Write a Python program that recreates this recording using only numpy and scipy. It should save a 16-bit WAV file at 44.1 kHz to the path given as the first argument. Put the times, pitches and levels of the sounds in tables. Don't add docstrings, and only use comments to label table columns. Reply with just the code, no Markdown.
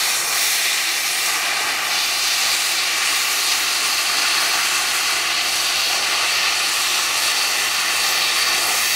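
import sys
import numpy as np
from scipy import signal
from scipy.fft import irfft
from scipy.io import wavfile
from scipy.ndimage import uniform_filter1d, map_coordinates

SR = 44100
rng = np.random.default_rng(int(sys.argv[2]) if len(sys.argv) > 2 else 0)


def transcribe(u):
    v = np.clip(np.atleast_2d(u).T, -1, 1)
    q = np.round(v * 32767).astype(np.int16)
    wavfile.write(sys.argv[1], SR, q)


N = 394694
STEP = 40


def from_db(db):
    return 10 ** (np.asarray(db) / 20)


def rms_one(x):
    return x / np.sqrt(np.mean(x ** 2) + 1e-20)


def in_time(rows):
    time_s, *columns = np.transpose(rows)
    return [np.interp(np.arange(N) / SR, time_s, column) for column in columns]


def per_sample(control):
    return np.interp(np.arange(N) / STEP, np.arange(len(control)), control)


def drift(rate_hz):
    pole = np.exp(-2 * np.pi * STEP * rate_hz / SR)
    noise = rng.standard_normal(N // STEP + 2002)
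    slow = signal.lfilter([1], [1, -2 * pole, pole * pole], noise)
    return rms_one(slow[2000:])


def turbulence(spectrum, shared_db, own_db, own_rate_hz):
    hz_points, db_points = np.transpose(spectrum)
    edges_hz = 20 * 2 ** (np.arange(31) / 3)
    white = rng.standard_normal((2, N))
    total = 0
    for k, (low, high) in enumerate(zip(edges_hz, edges_hz[1:])):
        centre_hz = np.sqrt(low * high)
        if hz_points[0] / 1.1 < centre_hz < hz_points[-1] * 1.2:
            band_pass = signal.butter(2, [low, high], "band", fs=SR, output="sos")
            band = signal.sosfilt(band_pass, white[k % 2])
            level_db = np.interp(np.log(centre_hz), np.log(hz_points), db_points)
            flicker_db = shared_db + own_db * drift(own_rate_hz)
            total = total + band * per_sample(from_db(level_db + flicker_db))
    return rms_one(total)


# hz, relative_db
RUMBLE_SPECTRUM = [(20, -10), (40, -14), (60, -5), (120, -9), (200, -4.5), (400, -21)]
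# time_s, level_db
RUMBLE_LEVEL = [(0, -57), (1, -58), (2.2, -57.5), (8.95, -49)]


def yard_rumble():
    rumble = turbulence(RUMBLE_SPECTRUM, .5 * drift(1.5), own_db=1.2, own_rate_hz=2.5)
    level_db, = in_time(RUMBLE_LEVEL)
    return from_db(level_db) * rumble


# time_s, firing_hz, level_db
ENGINE = [(0, 78.5, -57), (1, 80, -74), (2.2, 76.6, -58), (4, 76.9, -65), (4.9, 70.8, -59),
          (7.7, 78.3, -63.5), (8.95, 79, -64)]
# multiple (of the firing rate), relative_db
ENGINE_ORDERS = [(.5, -11), (1, -0.5), (2.1, -14)]


def distant_engine():
    firing_hz, level_db = in_time(ENGINE)
    wavering_hz = firing_hz * (1 + 0.0128 * per_sample(drift(3.4)))
    turns = np.cumsum(wavering_hz) / SR
    hum = 0
    for multiple, order_db in ENGINE_ORDERS:
        gain = per_sample(from_db(order_db + 2.2 * drift(3.1)))
        hum = hum + gain * np.sin(2 * np.pi * multiple * turns)
    return np.sqrt(2) * from_db(level_db) * hum


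# pitch_hz, width_hz, level_db
HOLLOW = (336.5, 21, -52)


def hollow():
    pitch_hz, width_hz, level_db = HOLLOW
    radius = np.exp(-np.pi * width_hz / SR)
    resonance = [1, -2 * radius * np.cos(2 * np.pi * pitch_hz / SR), radius * radius]
    tone = signal.lfilter([1, 0, -1], resonance, rng.standard_normal(N))
    return rms_one(tone) * per_sample(from_db(level_db + 1.1 * drift(0.41)))


# start_ms, middle_ms, end_ms (delays), start_share, middle_share, end_share (of pressure, before dulling)
ECHOES = [(0.312, 0.437, 0.267, 0.06, 0.14, -0.04), (0.45, 0.444, 0.43, 0.29, 0.05, 0.11),
          (0.519, 0.524, 0.539, 0.01, -0.15, -0.21), (0.601, 0.585, 0.633, -0.23, 0.01, -0.3),
          (0.751, 0.645, 0.632, -0.02, 0.07, 0.17), (0.863, 0.784, 0.734, 0.12, -0.03, -0.14),
          (0.992, 0.952, 0.976, -0.1, 0.0, -0.12), (1.004, 1.112, 1.07, 0.05, 0.05, 0.08),
          (1.272, 1.235, 1.193, 0.06, -0.06, -0.13), (1.412, 1.418, 1.353, 0.12, 0.07, -0.06),
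          (1.593, 1.529, 1.475, -0.02, 0.19, 0.2), (1.601, 1.657, 1.54, 0.23, -0.05, 0.27),
          (1.941, 1.92, 2.015, -0.02, -0.06, 0.05), (1.962, 2.065, 2.095, 0.1, -0.05, -0.04),
          (2.242, 2.213, 2.181, -0.07, -0.02, 0.05), (2.384, 2.451, 2.39, 0.07, 0.08, 0.06),
          (2.477, 2.552, 2.504, 0.15, 0.14, 0.11), (2.573, 2.648, 2.574, 0.16, 0.07, 0.12),
          (2.575, 2.752, 2.727, -0.02, 0.07, 0.13), (2.898, 2.885, 2.825, 0.07, 0.05, 0.07),
          (3.16, 3.164, 3.172, -0.02, -0.07, -0.08), (3.261, 3.344, 3.299, -0.01, 0.11, 0.09),
          (3.648, 3.652, 3.655, 0.03, -0.07, -0.06), (3.684, 3.829, 3.789, -0.01, 0.11, 0.12),
          (3.811, 3.839, 3.827, 0.05, -0.14, -0.08), (4.239, 4.27, 4.365, 0.04, 0.05, 0.05),
          (4.498, 4.555, 4.523, -0.02, -0.06, -0.04), (4.691, 4.657, 4.673, 0.0, -0.04, -0.03),
          (4.824, 4.902, 4.883, -0.01, -0.04, -0.02), (5.236, 5.108, 5.041, 0.04, 0.03, 0.06),
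          (5.396, 5.515, 5.473, -0.03, 0.03, 0.04), (10.368, 10.416, 10.429, -0.01, -0.03, -0.01)]
ECHO_DULL_HZ = 9000
STAGE_COUNT = 15
SCATTER_DB, SCATTER_T60_S = -37, .05


def echoes(x):
    hz = np.linspace(0, SR / 2, 1025)
    along = np.linspace(0, 1, STAGE_COUNT)
    paths = 0
    for echo in ECHOES:
        delay_ms = np.interp(along, [0, .5, 1], echo[:3])
        share = np.interp(along, [0, .5, 1], echo[3:])
        paths = paths + share[:, None] * np.exp(-2j * np.pi * np.outer(delay_ms, hz) / 1000)
    responses = irfft(paths / (1 + 1j * hz / ECHO_DULL_HZ) ** 2)
    age_s = np.arange(responses.shape[1]) / SR
    dying = from_db(SCATTER_DB - 60 * age_s / SCATTER_T60_S) * (age_s > .001)
    responses = responses + dying * rng.standard_normal(responses.shape)
    back = signal.oaconvolve(x[None], responses, axes=1)[:, :N]
    fades = [np.interp(np.arange(N) / N, along, row) for row in np.eye(STAGE_COUNT)]
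    return x + np.sum(back * fades, axis=0)


# time_s, delay_ms, share (of pressure)
BOUNCE = [(0, .474, .3), (1.0, .466, .55), (1.55, .44, .1), (1.95, .425, .3), (2.1, .378, .25),
          (3.1, .378, .55), (5.15, .375, .5), (5.25, .309, .4), (6.6, .31, .35), (7.1, .31, .5),
          (7.3, .392, .4), (8.95, .39, .45)]
GLOVE_MS, GLOVE_WANDER_MS, GLOVE_SHARE = .95, .03, .3


def bounce(x):
    delay_ms, share = in_time(BOUNCE)
    delay_ms = delay_ms + .007 * per_sample(drift(6))
    share = np.clip(share + .12 * per_sample(drift(1.5)), 0, 1)
    glove_ms = GLOVE_MS + GLOVE_WANDER_MS * per_sample(drift(.8))
    plate, glove = [map_coordinates(x, [np.arange(N) - ms * SR / 1000], order=3)
                    for ms in (delay_ms, glove_ms)]
    return (x + share * plate + GLOVE_SHARE * glove) / np.sqrt(1 + share ** 2 + GLOVE_SHARE ** 2)


# time_s, level_db
FLAME_LEVEL = [(0.0, -29), (0.24, -26.5), (0.68, -32.5), (1.2, -32.0), (1.36, -26), (2.36, -30.5),
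               (2.48, -27.5), (2.6, -30.5), (3.52, -30.0), (4.32, -27), (5.12, -29.5), (5.8, -29.5),
               (6.24, -26.0), (6.32, -28.5), (7.12, -29.5), (8.64, -28.5), (8.68, -28.5), (8.92, -31)]
BLOW_LEVEL = [(0.0, -25.5), (0.28, -30), (0.4, -24), (1.08, -27.0), (1.44, -24.5), (2.16, -26.5),
              (4.52, -24), (4.68, -22.5), (4.88, -24.5), (5.96, -26.5), (6.08, -25), (8.56, -23),
              (8.64, -26), (8.92, -25)]
JET_LEVEL = [(0.0, -22), (0.28, -28.5), (0.4, -22.5), (1.56, -25.5), (1.84, -26.5), (2.0, -21.5),
             (2.44, -20), (2.56, -22.5), (3.36, -23.0), (3.52, -21.5), (3.68, -23.5), (4.32, -22),
             (4.84, -24.5), (6.08, -22), (7.12, -24.0), (7.28, -21.5), (7.92, -24.5), (8.0, -22),
             (8.64, -24), (8.92, -22.5)]
TREBLE_LEVEL = [(0.0, -29), (0.48, -26.5), (0.92, -32), (1.12, -29.5), (1.28, -30.5), (1.48, -36),
                (2.28, -31.0), (2.68, -29.0), (2.76, -34), (2.96, -32.5), (3.12, -29), (4.36, -32.5),
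                (4.44, -29.5), (5.16, -34), (5.36, -38), (5.48, -32), (6.64, -35.5), (6.76, -31),
                (7.12, -32.0), (7.24, -28.5), (7.36, -34), (7.48, -31.0), (7.8, -32.5), (8.08, -30.5),
                (8.44, -31.5), (8.92, -26.5)]
# mean_db, flame_share, blow_share, jet_share, treble_share
PARTS = [(-34, 0.83, 0.0, 0.031, 0.0), (-29.5, 1.07, 0.27, 0.0, 0.0), (-26, 0.0, 0.93, 0.077, 0.0),
         (-24.5, 0.0, 0.29, 1.27, 0.0), (-26.5, 0.043, 0.054, 0.33, 0.49), (-35, 0.0, 0.0, 0.0, 1.3)]


def gas_flow_levels():
    courses = (FLAME_LEVEL, BLOW_LEVEL, JET_LEVEL, TREBLE_LEVEL)
    levels = np.array([in_time(course)[0] for course in courses])
    swings = levels - levels.mean(axis=1, keepdims=True)
    swings = uniform_filter1d(swings, size=SR // 16, mode="nearest")
    waver_db, waver_rate_hz = 0.86, 2.05
    return [mean_db + np.dot(shares, swings) + waver_db * per_sample(drift(waver_rate_hz))
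            for mean_db, *shares in PARTS]


# hz, relative_db
ROAR = [(90, -21.5), (150, -12), (300, -5.5), (600, -3), (900, 3), (1300, -5)]
RUSH = [(650, -25), (1000, -2.5), (1400, 0.5), (1800, -7.5), (2500, -9)]
BLOW = [(1250, -13.5), (1800, -1.5), (2400, -1.5), (3000, -2), (4000, -15.5)]


def flame(roar_db, rush_db, blow_db, flutter, rasp):
    roar = turbulence(ROAR, 0.22 * flutter + 0.49 * rasp, own_db=.5, own_rate_hz=9.3)
    rush = turbulence(RUSH, 0.39 * flutter + 0.64 * rasp, own_db=0.84, own_rate_hz=15)
    blow = turbulence(BLOW, 0.27 * flutter + 0.2 * rasp, own_db=0.17, own_rate_hz=14.0)
    return from_db(roar_db) * roar + from_db(rush_db) * rush + from_db(blow_db) * blow


# hz, relative_db
HISS = [(1900, -23.5), (2600, -2.5), (3400, 1.5), (4500, 2), (6000, -6.5), (8000, -23)]
SIZZLE = [(3500, -27), (5000, -0.5), (6300, -5), (8000, -4.5), (9500, -7), (11000, -14)]


def oxygen_jet(hiss_db, sizzle_db, flutter, rasp):
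    hiss = turbulence(HISS, 0.27 * flutter + 0.42 * rasp, own_db=1.05, own_rate_hz=6.5)
    sizzle = turbulence(SIZZLE, 0.14 * flutter + .5 * rasp, own_db=1.0, own_rate_hz=6.8)
    return from_db(hiss_db) * hiss + from_db(sizzle_db) * sizzle


# hz, relative_db
TOP = [(7000, -12), (9000, -8), (10500, 1.5), (12500, -2.5), (14500, -3.5), (16000, -27)]


def highest_treble(top_db, flutter, rasp):
    top = turbulence(TOP, 0.22 * flutter + .5 * rasp, own_db=1.55, own_rate_hz=8.7)
    return from_db(top_db) * bounce(top)


def torch():
    roar_db, rush_db, blow_db, hiss_db, sizzle_db, top_db = gas_flow_levels()
    flutter, rasp = drift(11.0), drift(66)
    burning = flame(roar_db, rush_db, blow_db, flutter, rasp)
    cutting = oxygen_jet(hiss_db, sizzle_db, flutter, rasp)
    return echoes(burning + cutting) + highest_treble(top_db, flutter, rasp)


def scene():
    yard = yard_rumble() + distant_engine()
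    return np.tile(yard + hollow() + torch(), (2, 1))


def record(dry):
    return signal.sosfilt(signal.ellip(14, .3, 80, 15680, fs=SR, output="sos"), dry)


dry = scene()
out = record(dry)
transcribe(out)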